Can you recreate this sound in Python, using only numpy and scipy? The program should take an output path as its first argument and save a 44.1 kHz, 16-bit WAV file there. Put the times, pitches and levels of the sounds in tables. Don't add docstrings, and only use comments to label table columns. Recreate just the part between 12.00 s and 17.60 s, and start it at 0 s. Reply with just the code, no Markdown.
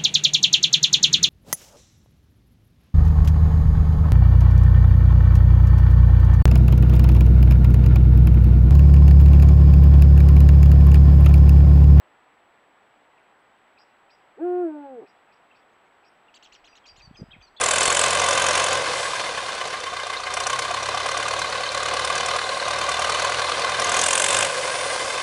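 import sys
import numpy as np
from scipy import signal
from scipy.fft import rfft, irfft, next_fast_len
from scipy.io import wavfile
from scipy.ndimage import uniform_filter1d, map_coordinates

SR = 44100
rng = np.random.default_rng(int(sys.argv[2]) if len(sys.argv) > 2 else 0)


def how_loud(loudness_db):
    steps = np.asarray(loudness_db, float) / 20
    return 10 ** steps


def to_wav(sig):
    pcm = np.clip(np.atleast_2d(sig), -1, 1) * 32767
    pcm = np.round(pcm).astype(np.int16)
    wavfile.write(sys.argv[1], SR, pcm.T)


N = 246959

# (frequency [Hz], density [dB per Hz])
HUM_SPECTRUM = [(15, -22.5), (146, -13), (311, -6.5), (520, -5.5), (750, -1.05), (2010, -8), (7000, -40),
                (9100, -62.5)]
# (frequency [Hz], density [dB per Hz])
TWITTER_SPECTRUM = [(1500, -60), (2400, 3.5), (3200, 2.5), (4500, -11), (6500, -43.5), (8000, -70.5)]
HUM_DB, TWITTER_DB = -59.5, -75

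# (frequency [Hz], density [dB per Hz])
HISS_SPECTRUM = [(5000, -20), (7000, -3), (9000, 0), (15700, 1)]
# (time [s], length [s])
LOCK_SLIPS = [(1.195, 0.028), (1.401, 0.022), (1.568, 0.022), (2.563, 0.023), (4.087, 0.044)]
WHINE_HZ, FLIP_S, FIRST_FLIP_S = 7796.3, .0168033, .0036

# (time [s], level [dB])
GUST_LEVEL = [(4.3, -93), (4.43, -91), (4.484, -82), (4.74, -76), (4.806, -89), (4.932, -67.5),
              (5.102, -60), (5.376, -63), (5.6, -89)]
# (time [s], peak [dB], frequency [Hz])
PUFFS = [(4.924, -54.5, 67), (4.984, -54.5, 130), (5.046, -51, 108), (5.079, -42.5, 131), (5.1, -49, 100),
         (5.113, -37.5, 192), (5.146, -51, 110.6), (5.156, -60, 81), (5.192, -43.5, 290), (5.2, -38.5, 275),
         (5.211, -37.5, 372), (5.221, -27, 156.5), (5.229, -35.5, 393), (5.238, -35.5, 179),
         (5.276, -60, 200), (5.288, -46, 172), (5.342, -51, 128), (5.367, -44.5, 180), (5.388, -48.5, 91)]
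# (frequency [Hz], density [dB per Hz])
BUFFET_SPECTRUM = [(10, -21), (20, 4), (60, 3), (110, -9.5), (200, -17.5), (400, -53.5)]

# (time [s], length [s], low voice [Hz], high voice [Hz], level [dB])
WHISTLE_CALLS = [(1.772, 0.068, 4950, 5530, -65), (2.093, 0.063, 4960, 5620, -66),
                 (3.062, .052, 5000, 5620, -71.5), (3.313, 0.035, 4930, 5620, -74),
                 (3.545, 0.033, 4790, 5430, -71.5), (4.037, 0.055, 4970, 5620, -70),
                 (4.52, .048, 5000, 6000, -67), (4.669, 0.081, 4880, 5860, -66.5),
                 (4.853, 0.071, 4770, 5590, -54), (5.007, 0.063, 4720, 6020, -54),
                 (5.156, 0.0593, 4950, 6220, -54), (5.412, .048, 4736, 6130, -57.5)]
# (time [s], length [s], start [Hz], end [Hz], level [dB])
SLIDING_NOTES = [(1.176, 0.012, 2720, 2180, -66), (3.288, 0.0088, 2640, 2530, -66),
                 (3.509, 0.011, 2650, 2680, -60), (3.517, 0.018, 2980, 3260, -70),
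                 (3.56, 0.025, 2570, 2480, -74), (3.62, .015, 3560, 3260, -73),
                 (3.718, .03, 6400, 6490, -86), (3.853, .025, 6570, 6600, -91),
                 (4.275, 0.0114, 3600, 2650, -66), (4.28, 0.021, 2900, 2250, -62),
                 (4.353, 0.015, 2830, 2380, -67), (4.435, 0.009, 2830, 2900, -64),
                 (4.516, 0.014, 2150, 1890, -64), (4.728, 0.011, 2640, 2340, -57),
                 (4.839, 0.013, 3330, 3120, -65), (4.99, 0.019, 3700, 3670, -67),
                 (5.328, 0.027, 2674, 1780, -50.5), (5.563, .013, 6760, 6460, -80),
                 (5.585, 0.016, 2900, 2270, -62.5)]
# (delay [s], length [s], start [Hz], end [Hz], level [dB])
FORK_PARTS = [
    (0, 0.019, 3460, 2780, 1.5),
    (.001, 0.023, 6550, 5640, -9.5),
    (.004, .016, 3400, 3750, 1),
]
# (delay [s], length [s], start [Hz], end [Hz], level [dB])
CHUCK_PARTS = [
    (0, 0.0203, 3000, 3750, -3.5),
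    (.003, 0.015, 3590, 4330, -8),
    (.018, 0.023, 3184, 3170, -2),
]
# (time [s], pitch factor [-], level [dB])
FORK_CALLS = [(5.144, 0.98, -63), (5.404, 0.98, -64)]
# (time [s], pitch factor [-], level [dB])
CHUCK_CALLS = [(5.306, 1.0, -51), (5.562, 1.09, -48.5)]
USUAL_DB, EASY_HZ, SHORT_S = -63, 5600, .0505
TICK_DB, TICK_GROWS, HIGH_DB, HIGH_GROWS = -59, .57, -71.5, .45
OVERSHOOT, OVERSHOOT_KHZ, OVERSHOOT_GROWS, DROOP, DROOP_KHZ = -.11, .22, .008, .015, .102
SLUR_DB, SLUR_GROWS = -8, -1.1
BREAK_S, AGAIN_S, AGAIN_DB = .0066, .022, -2.5
FADE_DB = -3
BEND = 1.8

# (time [s], length [s], low voice [dB], high voice [dB], pitch factor [-])
CHATTER_SWOOPS = [(4.338, .043, -50, -51.5, 1.06), (4.422, .045, -51.5, -53, 1.01),
                  (4.518, .05, -51.5, -52.5, .98), (4.637, 0.06, -54, -57, .94),
                  (4.749, 0.038, -53.5, -54.5, .94), (4.853, .052, -57.5, -53, .97),
                  (4.956, 0.062, -54.5, -54, .99)]
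# (share of rise [-], low voice [Hz], high voice [Hz], level [dB])
SWOOP_RISE = [(0, 1700, 2900, -14), (.28, 2900, 5600, 0), (.5, 4000, 6800, -1), (.7, 4350, 7200, -1),
              (1, 4450, 7300, -2)]
# (frequency [Hz], width [Hz], gain [dB])
SMALL_THROAT = [(2900, 670, 8), (5400, 270, 6)]
RISE_SHARE = .47
HOARSE_HZ = 90

# (time [s], pitch [Hz], effort [dB])
HOOT_AIM = [(2.367, 284.3, -2.5), (2.456, 356.7, 1), (2.6, 359, 1.5), (2.63, 353, 1.2), (2.704, 306.6, .2),
            (2.841, 283.5, 0.4), (2.93, 260, 2.9), (2.999, 221, -1.5), (3.012, 196, -0.5)]
# (pitch [Hz], phase [rad])
SAC_TWIST = [(280, 1.8), (296, 2.1), (303, -.5), (314, -2.3), (330, -1.7), (345, -.4), (360, -.2)]
SYRINX_DB = [-0.5, -9.5, -25, -42.5]
# (multiple [-], level [dB])
UPPER_PARTIALS = [(5, 3.5), (6, -6.5), (7, -8), (8, -9), (9, -11.5)]
# (frequency [Hz], level [dB])
BEAK_RESPONSE = [(1150, -82.5), (1400, -66.5), (1480, -61), (1660, -59), (1750, -67.5), (2100, -69.5),
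                 (2500, -65.5), (3300, -74)]
# (frequency [Hz], gain [dB])
SAC_RESPONSE = [(200, -56.5), (270, -44), (335, -22), (365, -23), (420, -27), (700, -25), (1100, -20.5),
                (1400, -13.5)]
# (frequency [Hz], width [Hz], gain [dB])
PIPE_PEAKS = [(237.5, 5.3, -13), (273.3, 12, -11), (452, 41, 7.5), (520, 200, -9.5), (574.4, 15, -13),
              (605.5, 7, -28), (676, 11, -1.5), (840, 32, 8), (1016, 89, -22.5), (1260, 41, -10.5),
              (1401, 37, 6)]
# (frequency [Hz], level [dB], offset [s])
THROAT_RINGS = [(401, 1.5, 0), (773, -8, -.004)]
SLIDE_S, SCOOP_HZ, SCOOP_S, ONSET_DB, ONSET_S = 2.377, 119.9, .013, -19.5, .013
FLAPS_S, FLAP_GAP_S, FLAP_TOP_S, FLAP_DB, FLAP_SPAN_S = 3.013, .007, 3.028, -33, .007


def unit(x):
    return x / np.sqrt(np.mean(x ** 2) + 1e-20)


def wobble(rate, size):
    knots = rng.standard_normal(int(size * rate / SR) + 4)
    return map_coordinates(knots, [np.arange(size) * rate / SR])


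def filtered(x, response):
    m = next_fast_len(N + SR // 2)
    return irfft(rfft(x, m) * response(np.fft.rfftfreq(m, 1 / SR)), m)[:N]


def noise(spectrum):
    f, db = np.transpose(spectrum)
    shape = lambda hz: how_loud(np.interp(np.log(hz + 1), np.log(f + 1), db))
    return unit(filtered(rng.standard_normal(N), shape))


def add(track, s, sound):
    part = track[round(s * SR):][:len(sound)]
    part += sound[:len(part)]


def tone(hz, db, fade_s):
    t = np.arange(len(hz)) / SR
    ends = np.clip(np.minimum(t, t[::-1]) / fade_s, 0, 1)
    envelope = np.sqrt(2) * how_loud(db) * np.sin(np.pi / 2 * ends) ** 2
    return envelope * np.sin(2 * np.pi * np.cumsum(hz) / SR)


def bumps(peaks, hz):
    return sum(db / (1 + ((hz - c) / w * 2) ** 2) for c, w, db in peaks)


def echoes(x, t60_s, build_s, low_hz):
    t = np.arange(SR // 2) / SR
    tail = rng.standard_normal(len(t)) * how_loud(-60 * t / t60_s) * (1 - np.exp(-t / build_s))
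    wet = signal.fftconvolve(x, tail / np.linalg.norm(tail))[:N]
    return filtered(wet, lambda hz: (hz > low_hz) / (1 + (hz / 6500) ** 4))


def valley():
    hum_db = HUM_DB + .21 * wobble(.29, N) + .15 * wobble(5.4, N)
    hum = how_loud(hum_db) * noise(HUM_SPECTRUM)
    return hum + how_loud(TWITTER_DB + .98 * wobble(20, N)) * noise(TWITTER_SPECTRUM)


def whine():
    t = np.arange(N) / SR
    lost = sum(np.clip(np.minimum(t - s, s + length - t) / .0013, 0, 1) for s, length in LOCK_SLIPS)
    hz = WHINE_HZ + lost * (300 + 200 * wobble(150, N))
    phase = 2 * np.pi * np.cumsum(hz) / SR
    sign = np.sign(np.sin(np.pi * (t - FIRST_FLIP_S) / FLIP_S))
    level = how_loud(-76.5 + lost * (4 * wobble(330, N) - 2.5))
    ticks = 2.2 * np.gradient(np.abs(np.gradient(sign)))
    return level * (ticks + sign * np.sin(phase) + how_loud(-24) * np.sin(2 * phase))


def gust():
    s, db = np.transpose(GUST_LEVEL)
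    strength = how_loud(np.interp(np.arange(N) / SR, s, db, left=-120) + 2.5)
    out = strength * unit(how_loud(2.9 * wobble(4.7, N)) * noise(BUFFET_SPECTRUM))
    half = SR // 20
    u = np.arange(-half, half) / SR
    for (at, db, hz), turn in zip(PUFFS, rng.normal(0, 1.0, len(PUFFS))):
        swell = how_loud(db) * np.exp(-(u * hz / .54) ** 2)
        add(out, at - half / SR, swell * np.cos(2 * np.pi * hz * u + turn))
    return out


def whistles():
    out = np.zeros(N)
    for s, length, low_hz, high_hz, low_db in WHISTLE_CALLS:
        louder_db = low_db - USUAL_DB
        tick_db, high_db = TICK_DB + TICK_GROWS * louder_db, HIGH_DB + HIGH_GROWS * louder_db
        strain_khz = (high_hz - EASY_HZ) / 1000
        overshoot = OVERSHOOT + OVERSHOOT_KHZ * strain_khz + OVERSHOOT_GROWS * louder_db
        droop = DROOP + DROOP_KHZ * strain_khz
        tick = np.linspace(2700, 2300, round(.013 * SR))
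        add(out, s, tone(tick, tick_db, .0025) + tone(2 * tick, tick_db - 20, .004))
        # (Hz, dB, slur s, delay s)
        voices = ((low_hz, low_db, .003, .009),
                  (high_hz, high_db, .0025, .006),
                  (high_hz + 700, high_db - 20, .0025, .006),
                  (low_hz + high_hz, low_db - 41, .0025, .012),
                  (2 * low_hz, low_db - 42, .0025, .012))
        for hz, db, slur_s, late in voices:
            t = np.arange(round((length - late + BREAK_S + AGAIN_S) * SR)) / SR
            slur = np.exp(-(t / slur_s) ** 2 / 2)
            bend = overshoot * np.exp(-t / .008) - droop * (t / length) ** 2 - .5 * slur
            glide = hz * (1 + bend + .007 * wobble(300, len(t)))
            db = db + (SLUR_DB + SLUR_GROWS * louder_db) * slur
            db = db + FADE_DB * np.minimum(t / length, 1) ** 2 + 2.3 * wobble(200, len(t))
            first, second = round((length - late) * SR), round((length - late + BREAK_S) * SR)
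            add(out, s + late, tone(glide[:first], db[:first], .0035))
            if length < SHORT_S:
                add(out, s + length + BREAK_S, tone(glide[second:], db[second:] + AGAIN_DB, .0035))
    return out


def sliding_notes():
    out = np.zeros(N)
    notes = list(SLIDING_NOTES)
    for phrase, calls in ((FORK_PARTS, FORK_CALLS), (CHUCK_PARTS, CHUCK_CALLS)):
        for s, factor, db in calls:
            for late, length, start_hz, end_hz, part_db in phrase:
                notes.append((s + late, length, factor * start_hz, factor * end_hz, db + part_db))
    for s, length, start_hz, end_hz, db in notes:
        u = np.linspace(0, 1, round(length * SR))
        glide = start_hz + (end_hz - start_hz) * u ** BEND
        glide = glide * (1 + .012 * wobble(250, len(u)))
        add(out, s, tone(glide, db + 2.5 * wobble(150, len(u)), .2 * length))
    return out


def chatter():
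    out = np.zeros(N)
    share, low_hz, high_hz, shape_db = np.transpose(SWOOP_RISE)
    for s, length, low_db, high_db, factor in CHATTER_SWOOPS:
        t, rise = np.arange(round(length * SR)) / SR, RISE_SHARE * length
        after = np.maximum(t - rise, 0)
        tremble = np.clip((t - rise) / .009 + .4, 0, 1) * np.cos(2 * np.pi * 138 * (t - rise))
        shape = np.interp(t / rise, share, shape_db) - 4 * tremble - 120 * after
        shape = shape + (1 + 100 * after) * wobble(399, len(t))

        def sweep(rise_hz, fall_hz, depth_hz):
            path = np.interp(t / rise, share, rise_hz) - fall_hz * after / .025
            path = uniform_filter1d(path, size=120, mode="nearest")
            return factor * (path + depth_hz * tremble) + HOARSE_HZ * wobble(700, len(t))

        low, high = sweep(low_hz, 2100, 550), sweep(high_hz, 2400, 750)
        add(out, s, tone(low, low_db - 6.5 + shape + bumps(SMALL_THROAT, low), .0023))
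        add(out, s, tone(high, high_db - 9.5 + shape + bumps(SMALL_THROAT, high), .002))
        add(out, s, tone(2 * low, low_db + shape - 27, .0068))
        add(out, s, tone(high - low, low_db - 15, .0062))
        for hz in (low + high, 3 * low, 2 * high, high + 2 * low):
            add(out, s, tone(hz + 500 * wobble(900, len(t)), low_db + shape - 40.5, .005))
    return out


def hoot_voice():
    s, hz, effort = np.transpose(HOOT_AIM)
    t = np.arange(round(s[0] * SR), round(s[-1] * SR)) / SR
    hz = np.interp(t, s, hz) - SCOOP_HZ * np.exp(-np.maximum(t - SLIDE_S, 0) / SCOOP_S)
    hz = uniform_filter1d(hz, size=700, mode="nearest")
    phase = 2 * np.pi * np.cumsum(hz) / SR
    effort = np.interp(t, s, effort) + ONSET_DB * np.exp(-((t - s[0]) / ONSET_S) ** 2)
    sac_hz, sac_db = np.transpose(SAC_RESPONSE)
    tract = lambda f: np.interp(np.log(f), np.log(sac_hz), sac_db) + bumps(PIPE_PEAKS, f)
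    levels = [db + effort + tract(k * hz) for k, db in enumerate(SYRINX_DB, 1)]
    turns_rad = (0, np.interp(hz, *np.transpose(SAC_TWIST)), -2.7, -1.5)
    voice = np.zeros(len(t))
    for k, (db, turn) in enumerate(zip(levels, turns_rad), 1):
        voice += how_loud(db) * np.cos(k * phase + turn)
    for k, db in UPPER_PARTIALS:
        beak_db = np.interp(k * hz, *np.transpose(BEAK_RESPONSE))
        push_db = .026 * k * (levels[0] + 22.5)
        voice += how_loud(db + beak_db + push_db + 1.9 * wobble(40, len(t))) * np.cos(k * phase)
    ends = np.clip(np.minimum(t - t[0], t[-1] - t) / .008, 0, 1)
    return np.sqrt(2) * ends * voice


def owl():
    out, u = np.zeros(N), np.arange(SR // 20) / SR
    add(out, HOOT_AIM[0][0], hoot_voice())
    for k, (slip, *detunes) in enumerate(rng.standard_normal((6, 3))):
        at = FLAPS_S + FLAP_GAP_S * (k + .12 * slip)
        for (ring_hz, db, late), detune in zip(THROAT_RINGS, detunes):
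            db = db + 1.5 * detune + FLAP_DB - ((at - FLAP_TOP_S) / FLAP_SPAN_S) ** 2
            decay = how_loud(db + 2 - 60 * u / .026) * (1 - np.exp(-u / .0014))
            add(out, at + late, decay * np.sin(2 * np.pi * ring_hz * (1 + .057 * detune) * u))
    return out


def scene():
    hoot = filtered(owl(), lambda hz: 1 / (1 + (110 / (hz + 1)) ** 6))
    birds = chatter() + whistles() + sliding_notes()
    scrub = how_loud(-4.5) * echoes(birds, .06, .003, low_hz=1513) * wobble(150, N)
    slopes = how_loud(-10.5) * echoes(birds * (.6 + .8 * wobble(500, N)), .4, .012, low_hz=1500)
    slopes = slopes + how_loud(-29.5) * echoes(hoot, .5, .008, low_hz=150)
    return (hoot + birds + scrub + slopes + gust() + valley())[None]


def top_cut(x):
    return signal.sosfilt(signal.butter(12, 15740, fs=SR, output="sos"), x)


def record(dry):
    dulled_whine = filtered(whine(), lambda hz: .33 + .67 / (1 + (hz / 8600) ** 16))
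    mix = dry + dulled_whine + how_loud(-89) * noise(HISS_SPECTRUM)
    return top_cut(mix)


dry = scene()
out = record(dry)
to_wav(out)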